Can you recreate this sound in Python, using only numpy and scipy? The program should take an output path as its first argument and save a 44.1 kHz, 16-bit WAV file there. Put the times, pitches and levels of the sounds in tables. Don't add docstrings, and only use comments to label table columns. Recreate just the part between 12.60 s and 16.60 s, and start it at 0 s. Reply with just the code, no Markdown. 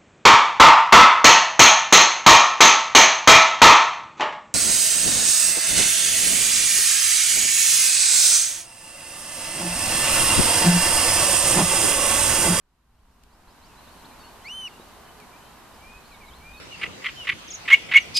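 import sys
import numpy as np
from scipy import signal
from scipy.fft import rfft, irfft
from scipy.io import wavfile
from scipy.ndimage import uniform_filter1d

SR = 44100
rng = np.random.default_rng(int(sys.argv[2]) if len(sys.argv) > 2 else 0)


def file_out(sig):
    cols = np.atleast_2d(sig).T
    lim = np.clip(cols, -1, 1)
    pcm = np.round(lim * 32767).astype(np.int16)
    wavfile.write(sys.argv[1], SR, pcm)


N = 176400

# frequency_hz, level_db
WIND_COLOUR = [(15, -31), (25, -1), (54, 0), (129, -3), (237, 0), (309, -4), (436, -4), (498, -6), (991, 0),
               (1190, -3), (1330, -7), (1470, -6), (2140, -13), (3010, -13), (3440, -17), (3830, -15),
               (5540, -20), (14000, -23)]
# frequency_hz, side_minus_mid_db
WIND_WIDTH = [(60, -10), (110, -8), (200, -8), (370, -6), (680, -9), (1250, -9), (2310, -4), (4230, -1),
              (7780, 0), (14300, 0)]
WIND_DB, WIND_EASE_DB_PER_S, WIND_WAVER_DB = -48.9, -.5, .5
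# time_s, level_db
GUSTS = [(0, -42), (.4, -40), (.8, -48), (1.3, -55), (2.2, -64), (3.1, -62), (3.25, -52), (3.42, -59),
         (3.6, -52), (3.85, -53), (3.9, -47), (4, -59)]
# frequency_hz, level_db
RUMBLE_COLOUR = [(15, -5), (30, -3), (42, -5), (55, 1), (80, -10), (130, -17), (240, -16.5), (400, -34),
                 (2000, -80)]

# start_s, length_s, first_hz, middle_hz, last_hz, level_db
CHIRPS = [ (.325, .04, 4600, 5100, 5600, -62), (.495, .045, 4400, 5100, 5800, -62),
          (.703, .06, 3700, 4750, 5600, -56.5), (.868, .064, 3650, 4700, 5800, -56),
          (1.005, .08, 3700, 4550, 6000, -57), (1.06, .09, 3050, 2650, 2430, -61),
          (1.16, .052, 3850, 4030, 4100, -58), (1.21, .078, 4400, 4300, 3600, -62),
          (1.275, .025, 3600, 3850, 4600, -54), (1.38, .036, 3900, 4100, 4650, -61),
          (1.405, .022, 4600, 4200, 3700, -61), (1.442, .022, 3100, 3850, 4600, -50),
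          (1.505, .05, 2250, 2400, 2500, -59), (1.495, .046, 3950, 4150, 3650, -62),
          (1.59, .1, 4650, 4400, 4400, -55), (1.612, .028, 3550, 3680, 4000, -60),
          (1.628, .016, 2500, 2750, 3050, -53), (1.64, .055, 2800, 2880, 3150, -60),
          (1.81, .036, 2980, 3060, 3400, -58), (2.105, .085, 2950, 2780, 3100, -61),
          (2.195, .042, 3750, 3820, 4050, -57), (2.44, .075, 3300, 3020, 3100, -61),
          (2.595, .05, 2550, 2300, 2150, -55), (2.72, .06, 2550, 2340, 2750, -53),
          (2.785, .12, 2880, 3080, 3080, -61), (3.44, .07, 4250, 4430, 4550, -62),
          (3.508, .058, 2600, 2270, 2230, -51), (3.513, .05, 4200, 3900, 3350, -56),
          (3.595, .066, 2600, 2270, 2170, -50), (3.668, .042, 2000, 2250, 2280, -53),
          (3.662, .048, 4050, 3850, 3300, -57), (3.703, .046, 3150, 3200, 3900, -55),
          (3.735, .05, 3800, 4150, 4450, -59), (3.928, .04, 3400, 3800, 3400, -54),
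          (3.968, .03, 4450, 4380, 4300, -52)]
# start_s, length_s, level_db
WHISTLES = [(3.19, .225, -52), (3.795, .225, -50.5)]
# first_hz, middle_hz, last_hz
WHISTLE_PITCHES = (2230, 2455, 2550)
CHIRP_GAIN_DB, CHIRP_FLUTTER_DB, WHISTLE_FLUTTER_DB, SONG_ECHO_DB = -3, 2.2, .9, -6
CHATTER_DB, CHATTER_HZ, CHATTER_OCTAVES, CHATTER_BEND = -70, 3800, .3, .08

# start_s, level_db
TICKS = [(.636, -35), (2.601, -42)]
# frequency_hz, level_db
TICK_COLOUR = [(500, -8), (2500, 0), (4000, -3), (6000, -1), (14000, -8)]
# pitch_hz, level_db, ring_s
KNOCK_TONES = [(220, -6, .03), (350, 0, .035), (450, -5, .02)]

# time_s, pitch_hz, level_db
CALL_PATH = [(1.841, 1912, -55.2), (1.856, 2123, -42.3), (1.872, 2285, -40.1), (1.883, 2436, -39.5),
             (1.888, 2726, -39.8), (1.905, 2877, -37.7), (1.922, 3002, -35.8), (1.936, 3059, -39.0),
             (1.96, 3082, -37.0), (1.998, 3083, -35.7), (2.021, 3035, -38.8), (2.055, 2957, -33.3),
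             (2.072, 2840, -35.3), (2.078, 2641, -36.4), (2.081, 2350, -43.3), (2.086, 2172, -46.7),
             (2.092, 2100, -57.8)]
# frequency_hz, gain_db
CALL_RESONANCES = [(3900, -10), (4600, -9), (5300, -15), (5900, -18), (6080, -14), (6160, -23), (6600, -31),
                   (7300, -25), (8500, -31), (9000, -20), (9200, -17), (10500, -40)]
CALL_GAIN_DB, CALL_FLUTTER_DB, OVERTONE_FLUTTER_DB = -.3, .4, 1.4
CALL_PAN_DB, OVERTONE_PAN_DB, CALL_ECHO_DB = -.8, 3.5, -24

# time_s, gain_db
FADE_IN = [(0, -27), (.23, -22.5), (.54, -15), (.9, -7.5), (1.25, -1.5), (1.6, 0)]


def gain(db):
    return 10 ** (np.asarray(db) / 20)


def curve(rows, at, column=1):
    rows = np.array(rows, float)
    return np.interp(at, rows[:, 0], rows[:, column])


def level_at(rows, hz):
    rows = np.array(rows, float)
    return np.interp(np.log(np.maximum(hz, 1)), np.log(np.maximum(rows[:, 0], 1)), rows[:, 1])


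def frequencies():
    return np.arange(N // 2 + 1) * SR / N


def noise(colour):
    hiss = irfft(rfft(rng.standard_normal(N)) * gain(level_at(colour, frequencies())), N)
    return hiss / hiss.std()


def wobble(rate):
    hold = max(int(SR / rate), 2)
    steps = np.repeat(rng.standard_normal(N)[:N // hold + 1], hold)
    return 1.3 * uniform_filter1d(uniform_filter1d(steps, hold), hold)[:N]


def pan(db):
    return gain(np.array([[db], [-db]]) / 2)


def shore_echo(sound, ring_s=.4):
    t = np.arange(SR) / SR
    tail = rng.standard_normal((2, SR)) * np.exp(-np.log(1000) * t / ring_s)
    tail /= np.sqrt(np.sum(tail ** 2, axis=1, keepdims=True))
    return signal.fftconvolve(sound[None], tail, axes=1)[:, :N]


def note(t, start_s, length_s, pitches_hz, db, jitter=.004, edge_share=.3):
    sound = np.zeros(N)
    inside = (t > start_s) & (t < start_s + length_s)
    progress = (t[inside] - start_s) / length_s
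    waver = np.interp(progress, np.linspace(0, 1, num=20), rng.standard_normal(20))
    arch = np.polyfit([0, .5, 1], pitches_hz, 2)
    hz = np.polyval(arch, progress) * (1 + jitter * waver)
    edges = np.sin(np.pi / 2 * np.clip(np.minimum(progress, 1 - progress) / edge_share, 0, 1))
    sound[inside] = np.sqrt(2) * gain(db) * edges * np.sin(2 * np.pi * np.cumsum(hz) / SR)
    return sound


def wind(t):
    hz = frequencies()
    colour = gain(level_at(WIND_COLOUR, hz)) * hz / np.hypot(hz, 15)
    mid, side = rfft(rng.standard_normal((2, N))) * colour
    side = side * gain(level_at(WIND_WIDTH, hz))
    ears = np.array([mid + side, mid - side]) / irfft(mid, N).std()
    octave = np.clip(np.log2(np.maximum(hz, 1) / 50), 0, 8)
    bands = [irfft(ears * np.maximum(1 - np.abs(octave - k), 0), N) for k in range(9)]
    rush = sum(band * gain(WIND_WAVER_DB * wobble(9)) for band in bands)
    return rush * gain(WIND_DB + WIND_EASE_DB_PER_S * (t - 2)) * pan(db=-.6)


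def air_rumble(t):
    return noise(RUMBLE_COLOUR) * gain(curve(GUSTS, t))


def far_hoot(t):
    return shore_echo(note(t, start_s=2.25, length_s=.42, pitches_hz=(415, 435, 400), db=-61))


def far_chatter(t, count=60, note_s=.04):
    chatter = np.zeros(N)
    starts = rng.uniform(0, N / SR, count)
    for start_s, (height, strength, *bend) in zip(starts, rng.standard_normal((count, 5))):
        centre_hz = CHATTER_HZ * 2 ** (CHATTER_OCTAVES * np.clip(height, -2, 1))
        pitches_hz = centre_hz * (1 + CHATTER_BEND * np.array(bend))
        chatter += note(t, start_s, note_s, pitches_hz, CHATTER_DB + 2 * strength)
    return chatter


def songbirds(t):
    chirps = sum(note(t, start_s, length_s, pitches_hz, CHIRP_GAIN_DB + db)
                 for start_s, length_s, *pitches_hz, db in CHIRPS)
    song = (chirps + far_chatter(t)) * gain(CHIRP_FLUTTER_DB * wobble(160))
    whistles = sum(note(t, start_s, length_s, WHISTLE_PITCHES, db) for start_s, length_s, db in WHISTLES)
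    song += whistles * gain(WHISTLE_FLUTTER_DB * wobble(60))
    return song + gain(SONG_ECHO_DB) * shore_echo(song)


def reed_ticks(t, decay_s=.002):
    loudness = sum(gain(db) * (t >= start_s) * np.exp(-np.abs(t - start_s) / decay_s)
                   for start_s, db in TICKS)
    return loudness * np.array([noise(TICK_COLOUR), noise(TICK_COLOUR)])


def knock(t, start_s=2.198, gain_db=-38):
    age = np.maximum(t - start_s, 0)
    return sum(gain(gain_db + db) * np.sin(2 * np.pi * hz * age) * np.exp(-np.log(1000) * age / ring_s)
               for hz, db, ring_s in KNOCK_TONES)


def water_bird(t, jitter=.0015):
    hz = curve(CALL_PATH, t) * (1 + jitter * wobble(200))
    start_s, end_s = CALL_PATH[0][0], CALL_PATH[-1][0]
    edges = np.clip(np.minimum(t - start_s, end_s - t) / .003, 0, 1)
    level_db = curve(CALL_PATH, t, column=2) + CALL_GAIN_DB + CALL_FLUTTER_DB * wobble(120)
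    loudness = np.sqrt(2) * edges * gain(level_db)
    phase = 2 * np.pi * np.cumsum(hz) / SR
    voice = loudness * np.sin(phase) * pan(CALL_PAN_DB)
    for multiple in (2, 3):
        flutter_db = OVERTONE_FLUTTER_DB * np.array([wobble(100), wobble(100)])
        strength = gain(level_at(CALL_RESONANCES, multiple * hz) + flutter_db)
        voice += loudness * strength * np.sin(multiple * phase) * pan(OVERTONE_PAN_DB)
    return voice + gain(CALL_ECHO_DB) * shore_echo(voice.mean(axis=0))


def scene():
    t = np.arange(N) / SR
    return water_bird(t) + songbirds(t) + far_hoot(t) + reed_ticks(t) + knock(t) + wind(t) + air_rumble(t)


def record(dry):
    faded = dry * gain(curve(FADE_IN, np.arange(N) / SR))
    treble_cut = signal.ellip(12, .1, 70, 14200, fs=SR, output="sos")
    return signal.sosfilt(treble_cut, faded)


dry = scene()
out = record(dry)
file_out(out)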